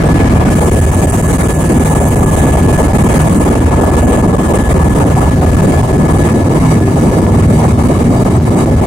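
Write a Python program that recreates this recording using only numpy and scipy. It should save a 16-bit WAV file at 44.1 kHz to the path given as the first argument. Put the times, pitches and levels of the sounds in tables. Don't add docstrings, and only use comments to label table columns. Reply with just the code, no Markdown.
import sys
import numpy as np
from scipy import signal
from scipy.fft import rfft, irfft, next_fast_len
from scipy.io import wavfile
from scipy.ndimage import uniform_filter1d, minimum_filter1d, map_coordinates

SR = 44100
rng = np.random.default_rng(int(sys.argv[2]) if len(sys.argv) > 2 else 0)


def voltage_ratio(decibels):
    exponent = np.asarray(decibels, float) / 20
    return 10 ** exponent


def master_out(mix):
    frames = np.transpose(np.atleast_2d(mix))
    ceiling = np.clip(frames, -1, 1)
    pcm = np.round(ceiling * 32767).astype(np.int16)
    wavfile.write(sys.argv[1], SR, pcm)


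N = 390726
TOP_HZ = 15850


def unit(x):
    return x / np.sqrt(np.mean(x ** 2) + 1e-20)


def along(points, hz):
    f, v = np.transpose(points)
    return np.interp(np.log(hz + 1), np.log(f + 1), v)


def curves(rows):
    s, *cols = np.transpose(rows)
    return [np.interp(np.arange(N) / SR, s, c) for c in cols]


def wobble(rate):
    knots = rng.standard_normal(int(N * rate / SR) + 4)
    return map_coordinates(knots, [np.arange(N) * rate / SR])


def filtered(x, response):
    m = next_fast_len(N + 8192)
    return irfft(rfft(x, m) * response(np.fft.rfftfreq(m, 1 / SR)), m)[..., :N]


def panned(x, pan_db):
    return np.array([x * voltage_ratio(pan_db / 2), x * voltage_ratio(-pan_db / 2)])


def rush(spectrum, patchy_db):
    # pitch_hz, correlation (-1 to 1)
    likeness = [(60, 0.97), (130, 0.99), (290, 0.88), (640, 0.61), (1410, -0.32), (3100, 0.08),
                (6820, 0.02), (15000, -0.34)]
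    z = signal.stft(rng.standard_normal((2, N)), nperseg=512)[2]
    field = uniform_filter1d(rng.standard_normal(z.shape[1:]), size=6, axis=0)
    field = uniform_filter1d(field, size=8, axis=1)
    pair = signal.istft(z * voltage_ratio(patchy_db * unit(field)), nperseg=512)[1][:, :N]

    def mid_side(hz):
        turn = np.arccos(np.clip(along(likeness, hz), -1, 1)) / 2
        return voltage_ratio(along(spectrum, hz)) * [np.cos(turn), np.sin(turn)]

    mid, side = filtered(pair, mid_side)
    return np.array([mid + side, mid - side]) / np.std(mid)


def rotor_load():
    # start_s, load (0-1)
    bite = [
        (0, 0),
        (2, 0.37),
        (4, 0.07),
        (5.5, 0.24),
        (6.5, 1),
        (8.9, 0.75),
    ]
    return curves(bite)[0]


def mesh_turns():
    # start_s, pitch_hz
    mesh_speed = [(0, 1705.4), (.5, 1704.6), (1, 1703.5), (1.5, 1702.9), (2, 1702.9), (2.5, 1703.4),
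                  (3.5, 1705.1), (4, 1706), (4.5, 1706.6), (6, 1707.6), (6.5, 1708.2), (7, 1709.1),
                  (8, 1711.2), (8.5, 1711.4), (8.9, 1711.4)]
    return np.cumsum(curves(mesh_speed)[0]) / SR


def blade_angle():
    teeth_per_blade, first_crest = 88.105, .635
    return 2 * np.pi * (mesh_turns() / teeth_per_blade - first_crest)


def orders(table, angle, scatter, unsteady_db, pace):
    load, total = rotor_load(), 0
    for k, early_db, late_db in table:
        level_db = early_db + load * (late_db - early_db) + unsteady_db * wobble(pace)
        total = total + voltage_ratio(level_db) * np.cos(round(k) * angle + scatter * wobble(pace))
    return total


def blade_thump(angle):
    harmonics = [
        (2, -23.5, -28.5),
        (3, -17, -20.5),
        (4, -15.5, -27.5),
        (5, -29, -15),
    ]
    return orders(harmonics, angle, scatter=0.15, unsteady_db=3.1, pace=5)


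def panel_hum(angle):
    resonances = [(6, -28, -18.5), (7, -28, -23), (8, -21.5, -14.5), (12, -34, -16), (13, -27, -21.5),
                  (16, -48, -18.5), (17, -34, -24.5), (19, -31, -23), (20, -27.5, -22.5)]
    return orders(resonances, angle, scatter=1.05, unsteady_db=3.5, pace=9)


def low_rumble():
    # pitch_hz, level_db per Hz
    spectrum = [(15, -46), (30, -59), (50, -6), (80, 4.5), (120, -1), (170, -3.5), (260, -42), (400, -48.5)]
    # start_s, level_db
    buffet = [(0, -11), (.85, -9.5), (1.5, -16.5), (2.4, -12), (2.9, -10), (4.5, -15), (5.6, -6.5),
              (6, -12), (7.5, -11.3), (8, -10.5), (8.86, -11.5)]
    return voltage_ratio(curves(buffet)[0] - 2.0) * rush(spectrum, patchy_db=0.1)


def air_levels():
    # start_s, roar_db
    flow = [(0, -13.5), (.5, -14), (.95, -17.5), (2.2, -17), (2.6, -14), (3.3, -15), (4.2, -16), (5, -14.5),
            (5.9, -16), (6.9, -16), (8.86, -16.5)]
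    # start_s, hiss_db
    gap = [
        (0, -35.5),
        (.44, -35.5),
        (.53, -28.5),
        (2.3, -29.5),
        (3.3, -30),
        (3.65, -34),
        (5.5, -34),
        (8.86, -37.5),
    ]
    # center_s, swell_db, half_length_s
    gusts = [(0.87, -1.6, 0.03), (1.39, 0.6, 0.13), (1.567, -2.5, 0.032), (1.913, 1.4, 0.073),
             (2.18, -0.5, 0.034), (2.396, 2, 0.08), (2.9, -3.5, 0.03), (3.167, 2.1, 0.17),
             (3.7, -0.7, 0.07), (3.98, 3.5, 0.022), (4.173, 1.5, 0.024), (4.335, -2, 0.055),
             (4.567, 1, 0.13), (4.8, -1.1, 0.022), (4.953, 1.5, 0.088), (5.377, -2.5, 0.029),
             (5.663, 2.5, 0.054), (5.92, -1, 0.045), (6.12, 0.5, 0.021), (6.46, -2, 0.036),
             (6.727, 2.7, 0.025), (6.8, -2.4, 0.019), (7.277, -2.5, 0.04), (7.58, 1.5, 0.26),
             (7.757, -6.5, 0.019), (8.406, -7.5, 0.016), (8.594, 4, 0.024), (8.764, -1, 0.045)]
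    t = np.arange(N) / SR
    swell_db = sum(db * np.exp(-.5 * ((t - s) / half) ** 2) for s, db, half in gusts)
    flow_db, gap_db = curves(flow)[0], curves(gap)[0]
    engine_db = flow_db - 17 - 0.74 * t
    return [db + swing * swell_db + 0.72 * wobble(11)
            for db, swing in [(flow_db, 1.16), (engine_db, 1.5), (gap_db, 1.8)]]


def air_roar(roar_db, gust):
    # pitch_hz, level_db per Hz
    spectrum = [(60, -22.5), (110, -6.5), (170, -2), (260, -4.5), (400, -9.5), (700, -12.5), (1000, -15.5),
                (1250, -18.5), (1500, -34), (2200, -37), (4000, -100)]
    return voltage_ratio(roar_db + 5.0 + 2.3 * gust) * rush(spectrum, patchy_db=2.24)


def engine_noise(engine_db, gust):
    # pitch_hz, level_db per Hz
    spectrum = [(900, -1), (1400, 8.5), (1900, 2), (2250, 2.5), (2600, -3.5), (3300, -7.5), (4500, -14),
                (6000, -13), (10000, -27), (16000, -45)]
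    return voltage_ratio(engine_db + 2.0 + 2.1 * gust) * rush(spectrum, patchy_db=2.0)


def gearbox():
    # start_s, left_db, right_db
    whine = [(0, -33, -36), (.8, -34.5, -41), (1.6, -41.5, -33.5), (2.75, -35, -30), (3.5, -36, -43),
             (4, -34.5, -37), (4.6, -33.5, -47), (6.4, -35, -48), (6.9, -40, -44), (7.3, -40, -49),
             (8.1, -44, -48), (8.86, -48, -38)]
    shafts = [
        (0.7587, -38, -6),
        (1.0451, -49.5, -19),
        (1.5133, -54.5, 1.5),
        (1.891, -65.5, 34),
    ]
    turns, load = mesh_turns(), rotor_load()
    flutter_db = (1.8 + 1.3 * load) * wobble(36)
    drift = .9 * wobble(6) + .25 * wobble(40)
    tones = voltage_ratio(np.array(curves(whine)) + 6.5 + flutter_db) * np.sin(2 * np.pi * turns + drift)
    for ratio, db, side_db in shafts:
        swell_db = 2.2 * wobble(9) - 4 * load
        tone = np.sin(2 * np.pi * ratio * turns + 1.5 * wobble(9.1))
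        tones += panned(voltage_ratio(db + swell_db) * tone, side_db)
    return tones


def cabin_drone(gust):
    # pitch_hz, level_db per Hz
    spectrum = [(150, -14), (215, -0.5), (250, 1.5), (340, -19), (420, -12), (600, -47.5)]
    return voltage_ratio(-32.5 + 10.5 * rotor_load() + 1.5 * gust) * rush(spectrum, patchy_db=1.5)


def gap_hiss(hiss_db, gust):
    # pitch_hz, level_db per Hz
    spectrum = [(3500, -69), (5200, -27.5), (6300, -7), (7200, -4.5), (8100, 1.5), (9000, 0), (9900, 4.5),
                (10800, -4), (12500, -7), (16000, -8.5)]
    return voltage_ratio(hiss_db + .6 + 1.5 * gust) * rush(spectrum, patchy_db=.9)


def whistles():
    # pitch_hz, width_hz, early_db, late_db
    cavities = [(1193, 77, -36, -45), (2200, 150, -55, -41), (2914, 240, -49.5, -52), (3840, 260, -57, -51),
                (4735, 97, -59, -51.5), (5860, 250, -75, -47.5), (8040, 200, -54, -42),
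                (9600, 200, -60, -47.5), (11400, 90, -50, -67)]
    load, out = rotor_load(), np.zeros((2, N))
    for hz, width, early_db, late_db in cavities:
        tone = filtered(rng.standard_normal((2, N)), lambda f: 1 / (1 + (2 * (f - hz) / width) ** 2))
        level_db = early_db + load * (late_db - early_db) + 1.5 * wobble(20)
        out += voltage_ratio(level_db) * unit(tone)
    return out


def shaken(angle, hiss_db):
    # pitch_hz, level_db over the hiss
    loose_parts = [
        (8140, 2),
        (9600, 2),
        (11480, -4),
    ]
    chance, lag_s = .07, .026
    crests = np.flatnonzero(np.diff(np.floor(angle / (2 * np.pi))))
    luck = rng.random((len(crests), len(loose_parts)))
    spread = rng.standard_normal((len(crests), 3))
    ticks = []
    for i, k in np.argwhere(luck < chance):
        hz, over_db = loose_parts[k]
        start_s = crests[i] / SR + lag_s + 0.001 * spread[i, 0]
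        level_db = hiss_db[crests[i]] + over_db + 2 * spread[i, 1]
        ticks.append((start_s, level_db, hz * (1 + .006 * spread[i, 2])))
    return ticks


def fittings(light):
    # start_s, peak_db, pitch_hz
    hard = [(.0553, -25, 8200), (.2653, -27, 8200), (.9428, -19, 9500), (1.041, -19, 8130),
            (1.0964, -24, 8030), (1.0979, -17, 9600), (1.3543, -20, 8240), (1.4077, -18, 9600),
            (1.6896, -24, 9700), (1.8741, -26, 8210), (2.0837, -20, 11500), (2.1869, -27, 11600),
            (3.1403, -25, 9800), (3.2151, -21, 9600), (3.2161, -27, 8000), (3.3677, -21, 8100),
            (3.5234, -25, 9600), (3.8427, -27, 11500), (4.0911, -21, 9600), (4.1285, -23, 8090),
            (4.4578, -27, 8200), (4.5531, -18, 9590), (4.5555, -22, 8100), (5.0639, -24, 9800),
            (5.691, -20, 9580), (6.1065, -23, 9590), (6.1634, -24, 9610), (7.3721, -30, 8160),
            (8.3619, -30, 8160), (8.5794, -24, 8100)]
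    out, t = np.zeros(N + SR), np.arange(SR // 20) / SR
    for s, db, hz in list(hard) + light:
        envelope = voltage_ratio(db + 10.5 - 60 * t / 0.025) * (1 - np.exp(-t / 0.0019))
        out[round(s * SR):][:len(t)] += envelope * np.sin(2 * np.pi * hz * t)
    return out[:N]


def creak():
    # center_s, half_length_s, level_db, pitch_hz
    s, half, db, hz = (8.585, .035, -27, 1170)
    t = np.arange(N) / SR
    return voltage_ratio(db) * np.exp(-.5 * ((t - s) / half) ** 2) * np.sin(2 * np.pi * hz * t + .6 * wobble(40))


def overload(pressure, limit, knee, entry):
    past = 1 / (1 + np.exp(np.clip((limit - pressure) / knee, -50, 50)))
    keep = np.exp(-1 / (entry * SR))
    return np.minimum(past, signal.lfilter([1 - keep], [1, -keep], past))


def capsules(thump, rumble, fine, angle):
    unheard = .5 * np.cos(angle + .1) + .1 * wobble(30) - .1 * rotor_load() + .2 * wobble(240)
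    pressure = 1.4 * thump + .3 * rumble.mean(0) + unheard
    stiff = overload(pressure, limit=.55, knee=.02, entry=.0008)
    kick = .42 * signal.lfilter([1, -1], [1, -np.exp(-1 / (.0009 * SR))], stiff)
    return thump + kick + rumble * voltage_ratio(-4 * stiff) + fine * voltage_ratio(-20 * stiff)


def scene():
    angle = blade_angle()
    roar_db, engine_db, hiss_db = air_levels()
    gust = .7 * wobble(34) - .7 * np.cos(angle + .3)
    thump, rumble = blade_thump(angle), low_rumble()
    fine = air_roar(roar_db, gust) + panel_hum(angle) + engine_noise(engine_db, gust)
    fine += gap_hiss(hiss_db, gust) + cabin_drone(gust)
    sag_db = hiss_db - uniform_filter1d(hiss_db, size=SR // 2)
    fine += voltage_ratio(0.59 * sag_db) * gearbox() + voltage_ratio(1.44 * sag_db) * whistles()
    fine += fittings(shaken(angle, hiss_db)) + creak()
    return capsules(thump, rumble, fine, angle)


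def limited(x, top, hold):
    span = max(int(hold * SR), 1)
    need = np.minimum(1, top / np.maximum(np.abs(x).max(0), 1e-9))
    return x * uniform_filter1d(minimum_filter1d(need, span), span)


def starved(x, share):
    # pitch_hz, level_db re the masking level
    threshold = [(1800, -26), (3000, -10.5), (4000, -11), (5000, -9), (6000, -12), (6800, -30),
                 (10300, -20), (11800, -13.5)]
    hz, _, z = signal.stft([*x, x.mean(0)], SR, nperseg=2048)
    power = uniform_filter1d(np.abs(z) ** 2, size=5, axis=1)
    usual = np.abs(uniform_filter1d(uniform_filter1d(power, size=31, axis=1), size=9, axis=2))
    hiss = usual[:2, (hz > 6500) & (hz < 10500)].mean((0, 1))
    masking = hiss ** share * usual ** (1 - share)
    weak = power < masking * voltage_ratio(2 * along(threshold, hz))[:, None]
    weak = weak & (hz > 1800)[:, None]
    lost = uniform_filter1d(1. * weak, size=5, axis=1) > 0
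    lost = lost[:2] | lost[2] & (hz < 4300)[:, None]
    kept = z[:2] * ~lost * (hz < TOP_HZ)[:, None]
    return signal.istft(kept, SR, nperseg=2048)[1][:, :N]


def low_pass(x):
    return signal.sosfilt(signal.butter(12, 16370, fs=SR, output="sos"), x)


def record(dry):
    # pitch_hz, level_db
    left_port = [(500, -0.74), (750, -1.5), (1250, -0.5), (2500, 4.5), (4800, 2.5), (7000, 4), (9000, -8.5),
                 (10500, -14.5), (12000, -14), (12800, -37), (16000, -45)]
    right_port = [(500, -0.5), (750, 0), (1250, -5.5), (2500, 2.5), (4800, 6.5), (8000, 2), (16000, -4)]

    def port_response(hz):
        color_db = np.array([along(left_port, hz), along(right_port, hz)])
        return voltage_ratio(color_db * np.clip(hz / 200 - 1, 0, 1)) * (hz < TOP_HZ)

    ports = filtered(dry, port_response)
    held = limited(voltage_ratio(.4) * ports, top=1.015, hold=.006)
    mix = starved(np.clip(held, -1, 1), share=0.56)
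    return low_pass(mix)


dry = scene()
out = record(dry)
master_out(out)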